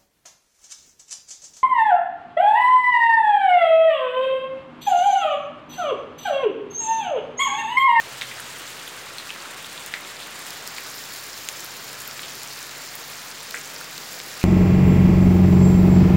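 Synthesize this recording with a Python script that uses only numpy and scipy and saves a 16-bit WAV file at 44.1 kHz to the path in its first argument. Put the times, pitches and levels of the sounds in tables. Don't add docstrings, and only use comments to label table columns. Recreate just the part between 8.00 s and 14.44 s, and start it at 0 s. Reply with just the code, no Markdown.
import sys
import numpy as np
from scipy import signal
from scipy.fft import rfft, irfft
from scipy.io import wavfile
from scipy.ndimage import uniform_filter1d

SR = 44100
rng = np.random.default_rng(int(sys.argv[2]) if len(sys.argv) > 2 else 0)


def ratio(d):
    e = np.asarray(d, float) / 20
    return 10 ** e


def persist_wave(psi):
    counts = np.round(np.clip(psi, -1, 1) * 32767).astype(np.int16)
    wavfile.write(sys.argv[1], SR, np.atleast_2d(counts).T)


N = 284004


def evened(x):
    return x / np.sqrt(np.mean(x ** 2) + 1e-20)


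def read(points, hz):
    f, value = np.transpose(points)
    return np.interp(np.log(hz + 1), np.log(f + 1), value)


def add(mix, s, sound):
    part = mix[max(round(s * SR), 0):][:len(sound)]
    part += sound[:len(part)]


def heading(t):
    # time in seconds, wash level in dB, facing the leaves from 0 to 1.
    turns = [(0, -35, 0.36), (1, -35.5, 0.28), (1.9, -35.5, .2), (2.2, -36, 0.15), (2.5, -34.5, 0.62),
             (3, -36, 1), (4, -35.5, 0.91), (5, -36, 0.98), (5.4, -36, 0.83), (6.2, -35.5, 1),
             (6.44, -34, 0.74)]
    s, level_db, facing = np.transpose(turns)
    return np.interp(t, s, level_db), np.clip(np.interp(t, s, facing), -.3, 1.3)


def echo():
    # frequency in Hz, time to fall by 60 dB in seconds.
    fall_times = [(500, 0.13), (2000, 0.25), (5000, 0.14), (12000, 0.22)]
    taps = np.zeros(8192)
    at = np.arange(90, 7890, 40) + rng.integers(0, 40, 195)
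    taps[at] = rng.choice([-1., 1.], 195) * rng.uniform(0.2, 1, 195)
    hz, t, z = signal.stft(taps, SR, nperseg=128)
    fall = ratio(-60 * t / read(fall_times, hz)[:, None])
    tail = signal.istft(z * fall, SR, nperseg=128)[1]
    return tail / np.linalg.norm(tail)


def ping(hz, cycles, glide=0.017, start=0.52):
    turn = np.arange(320) / SR * hz
    swell = 1 - np.exp(-turn / max(start, .05))
    decay = np.exp(-(turn / max(cycles, .7)) ** (1.8 + 25 * glide))
    rising = turn * (1 + glide * np.minimum(turn, 8)) / (1 + glide * cycles)
    sound = swell * decay * np.sin(2 * np.pi * rising)
    return sound / abs(sound).max()


def spray(noise, hz=11000, last_s=.0009):
    t = np.arange(len(noise)) / SR
    puff = noise * np.minimum(t / .0001, 1) * np.exp(-t / last_s)
    puff = signal.sosfilt(signal.butter(6, 8000, "high", fs=SR, output="sos"), puff)
    puff = .35 * puff + signal.lfilter(*signal.iirpeak(hz, 3.0, fs=SR), puff)
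    return puff / abs(puff).max()


def scatter(per_s, spread_db):
    size = ratio(spread_db * np.minimum(rng.exponential(1, N), 4))
    return size * (rng.random(N) < per_s / SR)


def strays(count, db, spread_db, facing_db, low_hz, away_hz, facing_hz):
    when, size, pitch = rng.random((count, 3)).T
    s = (np.arange(count) + when) / count * N / SR
    facing = np.clip(heading(s)[1], 0, 1)
    top_hz = away_hz + (facing_hz - away_hz) * facing
    level_db = db + spread_db * (2 * size - 1) + facing_db * facing
    return list(zip(s, level_db, low_hz + (top_hz - low_hz) * pitch))


def hum():
    # pitch in Hz, waver in Hz, nearest moment in seconds,
    # level there in dB, fading in dB per second.
    motors = [
        (120, 2, .3, -54.5, 16),
        (134, 2.5, 0, -58, 6),
        (154.7, 2, 1.8, -60, 6),
        (118, 2.1, 3.2, -63, 14),
        (134.4, 1.97, 4.5, -57, 4),
        (151.3, 2.36, 5.9, -59, 10),
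    ]
    t, out = np.arange(N) / SR, np.zeros(N)
    for hz, width, nearest_s, level_db, fade_db in motors:
        waver = width * evened(uniform_filter1d(rng.standard_normal(N), size=6000))
        level = ratio(level_db - fade_db * abs(t - nearest_s))
        out += level * np.sqrt(2) * np.sin(2 * np.pi * np.cumsum(hz + waver) / SR)
    return out


def wash():
    # frequency in Hz, level in dB per Hz.
    away = [(160, -35), (280, -2), (472, -3), (588, -1), (684, -3), (1480, 0.5), (2680, -2.5), (3510, -2.5),
            (5430, -10.5), (7360, -7), (8140, -8.5), (9160, -11), (10800, -18.5), (15700, -17.5)]
    # frequency in Hz, level in dB per Hz.
    toward = [(160, -36), (280, -6), (420, -1.5), (796, -2.5), (1700, 0), (2910, -4.5), (4440, -2.5),
              (6220, -7), (7230, -3), (8140, -10.5), (8850, -12.5), (12600, -15.5), (14900, -11),
              (15700, -9)]
    # frequency in Hz, level in dB per Hz.
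    town = [(18, -52), (30, -24), (97, -1.5), (135, -3), (188, 0), (330, -3.5), (430, -34), (730, -120)]
    frames, hz = N // 128 + 6, np.fft.rfftfreq(512, 1 / SR)
    a, b, patches = rng.standard_normal((frames, 257, 3)).T
    patches = uniform_filter1d(patches, size=8, axis=0)
    patches = evened(uniform_filter1d(patches, size=20, axis=1))
    flicker = evened(uniform_filter1d(rng.standard_normal(frames), size=5))
    facing = heading(np.arange(frames) * 128 / SR)[1]
    shade = 1 + 1.8 * np.clip((hz - 5000) / 7000, 0, 1)
    seen = np.clip(facing, 0, None) ** shade[:, None]
    colour_db = read(away, hz)[:, None] * (1 - seen) + read(toward, hz)[:, None] * seen
    treble = np.clip(np.log2(hz / 1000 + 1e-3) / 3, 0, 1)[:, None]
    z = (a + 1j * b) * ratio(colour_db + 0.75 * patches + 1.8 * treble ** 2 * flicker)
    upper = signal.istft(z * (hz > 300)[:, None], nperseg=512, noverlap=384)[1][:N]
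    fine = np.fft.rfftfreq(N, 1 / SR)
    bass = irfft(rfft(rng.standard_normal(N)) * ratio(read(town, fine)) * (fine < 310), N)
    t = np.arange(N) / SR
    rumble = signal.sosfilt(signal.butter(2, 70, fs=SR, output="sos"), bass)
    rumble *= np.exp(-t / 5.2)
    mix = evened(upper) + ratio(-16.5) * evened(bass) + ratio(-27.5) * evened(rumble)
    return mix * ratio(heading(t)[0] - 2.0)


def patter():
    # pitch in Hz, ring in cycles, drops per second,
    # level turned away in dB, gain when facing the leaves in dB.
    sizes = [
        (1310, 2.5, 250, -53, -9),
        (2130, 1.7, 300, -50.5, -1),
        (3690, 3.9, 300, -52, -8.5),
        (6420, 3, 400, -55.5, 10),
    ]
    out, facing = np.zeros(N), heading(np.arange(N) / SR)[1]
    for hz, cycles, per_s, db, facing_db in sizes:
        ring = np.zeros(N)
        for octaves in rng.uniform(-0.41, 0.37, 6):
            drops = scatter(per_s / 6, spread_db=3.5)
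            ring += signal.oaconvolve(drops, ping(hz * 2 ** octaves, cycles))[:N]
        out += ratio(db + facing_db * facing) * evened(ring)
    out += ratio(-7.5) * signal.fftconvolve(out, echo())[:N]
    burst = np.zeros(N)
    for noise, hz in zip(rng.standard_normal((6, 128)), np.linspace(9000, 15000, 6)):
        drops = scatter(per_s=380 / 6, spread_db=3.2)
        burst += signal.oaconvolve(drops, spray(noise, hz))[:N]
    return out + ratio(-57.5 + 7 * facing) * evened(burst)


def ticks():
    # time in seconds, peak in dB, leaf pitch in Hz.
    leaf_drops = [(.218, -24, 4860), (0.667, -27, 6120), (.201, -30, 4700), (1.4025, -25, 4600),
                  (1.4222, -26, 7400), (1.861, -24, 7300), (1.9384, -25, 4660), (2.166, -26, 4700),
                  (2.5047, -22.5, 4900), (2.6751, -21, 4850), (3.33, -23, 5140), (3.4868, -12.5, 6800),
                  (3.6038, -24, 7350), (3.8921, -27, 5120), (4.0063, -23, 7030), (4.3211, -27, 6810),
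                  (4.432, -23, 7250), (4.693, -27, 4660), (2.8948, -26, 6940), (5.1545, -25, 7130),
                  (5.509, -23, 7300), (5.549, -20, 7500), (5.612, -24, 7100), (5.656, -25, 7250),
                  (5.762, -21.5, 4870), (2.7819, -23, 4500), (2.4648, -27, 7330), (6.123, -26, 7210),
                  (6.2002, -29, 6340), (6.394, -25, 5080)]
    # time in seconds, peak in dB, pitch in Hz.
    snaps = [
        (1.1834, -18, 5500),
        (1.8622, -24, 10000),
        (2.6762, -21, 6500),
        (2.7829, -21, 3000),
        (3.488, -12, 3200),
        (4.1936, -23, 3000),
        (4.2325, -20.5, 3000),
        (5.979, -17, 5000),
        (6.2015, -16.5, 3400),
        (6.4308, -23, 5200),
    ]
    # time in seconds, peak in dB, centre in Hz.
    near_bursts = [(2.3905, -31, 9500), (.402, -27, 9600), (.8787, -33, 9530), (1.8612, -26, 13000),
                   (2.4648, -29, 8600), (6.4298, -34, 14000), (2.674, -25, 11500), (2.961, -30, 12900),
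                   (3.1218, -33, 14900), (4.3206, -33, 14500), (4.9605, -29, 14000), (3.433, -32, 13200),
                   (3.487, -22, 12200), (3.5264, -32, 10500), (3.6042, -31, 14900), (3.6451, -29, 13300),
                   (4.0018, -26, 11100), (4.0178, -26, 10300), (4.0761, -21.5, 15000), (3.265, -29, 9030),
                   (2.5052, -30, 9500), (4.3525, -29, 12300), (4.4313, -23, 10300), (4.531, -30, 13000),
                   (4.628, -27, 9000), (4.9527, -22, 14700), (5.0998, -28, 10700), (3.1595, -30, 10500),
                   (5.5074, -23, 13000), (5.9778, -27, 14400)]
    out = np.zeros(N)
    leaf_drops = leaf_drops + strays(count=30, db=-36, spread_db=3, facing_db=1,
                                     low_hz=4700, away_hz=7400, facing_hz=7400)
    for s, db, hz in leaf_drops:
        cycles = 2.4 + hz * .0003
        add(out, s + .0012, ratio(db - 1) * ping(hz, cycles, glide=.004, start=.25))
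    for s, db, hz in snaps:
        snap = ping(hz, cycles=.9, glide=0, start=.06)
        add(out, s, ratio(db + 1) * signal.lfilter([1, -1], [1, -.85], snap))
    near_bursts = near_bursts + strays(count=110, db=-39.5, spread_db=4, facing_db=5,
                                       low_hz=8500, away_hz=12000, facing_hz=15500)
    for (s, db, hz), noise in zip(near_bursts, rng.standard_normal((len(near_bursts), 192))):
        last_s = np.interp(db, [-32, -20], [.001, .00035])
        add(out, s + .001, ratio(db + 5) * spray(noise, hz, last_s))
    return out + ratio(-12) * signal.fftconvolve(out, echo())[:N]


def plinks():
    # time in seconds, peak in dB, bubble pitch in Hz, echo in dB.
    small_drops = [(.382, -29, 1720, -7), (.397, -26, 1510, -3), (.609, -30.5, 1240, 1),
                   (0.675, -28, 4000, 0), (1.264, -32, 1310, -2), (1.3598, -29, 1420, -5),
                   (1.4554, -31, 1330, -1), (1.58, -32, 2060, -1), (1.7766, -21.5, 3650, -4),
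                   (2.0484, -27, 3280, -7), (2.0941, -28, 4070, 2), (2.2005, -25, 3440, 1),
                   (2.2234, -26.5, 4190, 5), (2.7644, -27.5, 4270, 6), (2.7824, -21.5, 2330, -3),
                   (3.1218, -25, 4750, -3), (4.006, -36, 1660, 5), (4.1921, -26.5, 2100, -11),
                   (4.232, -24, 3600, 3), (4.505, -28.5, 4550, 10), (4.5785, -27, 4320, -4),
                   (5.0973, -32, 2530, 1), (5.1921, -27, 4360, -3), (5.5095, -21, 4300, -12),
                   (5.8112, -27, 1460, -13), (5.978, -26, 4420, -11), (2.3905, -30, 4600, -6),
                   (6.4138, -24.5, 2440, 0)]
    # time in seconds, peak in dB, bubble pitch in Hz, ring in cycles, echo in dB.
    large_drops = [(.0001, -14, 2460, 0.88, -25), (0.2121, -13, 3460, 1.4, 1), (0.2188, -16, 2100, 2.4, -9),
                   (1.1826, -22, 3940, 5, 1), (1.291, -28.5, 2650, 11, -2), (1.3036, -17.5, 2860, 2.7, -16),
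                   (1.645, -25, 3440, 3.7, -10), (0.876, -25, 3350, 4.6, -10),
                   (1.9376, -15.5, 3200, 1.3, -2), (1.9381, -14, 2040, 2.6, -3.5),
                   (3.4873, -22, 1900, 1.2, -22), (5.9797, -25, 3980, 4.5, -10), (4.2555, -31, 3300, 4, -2),
                   (4.1934, -26, 3700, 4.8, -10), (4.249, -32, 3280, 4, -8), (6.428, -27, 2500, 4.6, 0)]
    # time in seconds, peak in dB,
    # bubble pitch in Hz, ring in cycles, pitch rise per cycle as a share.
    sliders = [
        (.3123, -28.5, 2150, 6.3, .038),
        (5.5417, -18.5, 1570, 5.1, 0.19),
        (5.568, -26, 2140, 2.2, 0.041),
    ]
    # s, peak dB, Hz, cycles, echo dB, pitch rise a cycle
    drops = [(s, db, hz, 2.46, echo_db, 0.021) for s, db, hz, echo_db in small_drops]
    drops += [(*row, 0.016) for row in large_drops]
    drops += [(*row, -2.5, rise) for *row, rise in sliders]
    out = np.zeros(N)
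    for s, db, hz, cycles, echo_db, glide in drops:
        slap = ratio(-6 - 90 * glide) * ping(1.7 * hz, cycles=1.2, start=.1)
        swell = 0.45 + 22 * glide + 0.06 * cycles ** 2
        bubble = ping(hz, cycles, glide, swell)
        add(out, s + .0009, ratio(db + .6) * (bubble + slap))
        add(out, s + .0009, ratio(db + echo_db) * signal.fftconvolve(bubble + 1.5 * slap, echo()))
    return out


def scene():
    return (hum() + wash() + patter() + ticks() + plinks())[None]


def low_pass(x):
    return signal.sosfilt(signal.butter(12, 17040, fs=SR, output="sos"), x)


def record(dry):
    # centre in Hz, width in Hz, change in dB.
    treble_shape = [
        (8020, 120, -7.5),
        (15600, 410, 0.5),
    ]
    hz = np.fft.rfftfreq(N, 1 / SR)
    colour_db = sum(db * np.exp(-((hz - centre_hz) / width) ** 2) for centre_hz, width, db in treble_shape)
    colour_db -= 20 * np.log10(1 + (48 / (hz + 1)) ** 2)
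    colour_db -= np.clip((hz - 15830) / 3, 0, 75)
    mix = irfft(rfft(dry) * ratio(colour_db), N) - .0007
    return low_pass(mix)


dry = scene()
out = record(dry)
persist_wave(out)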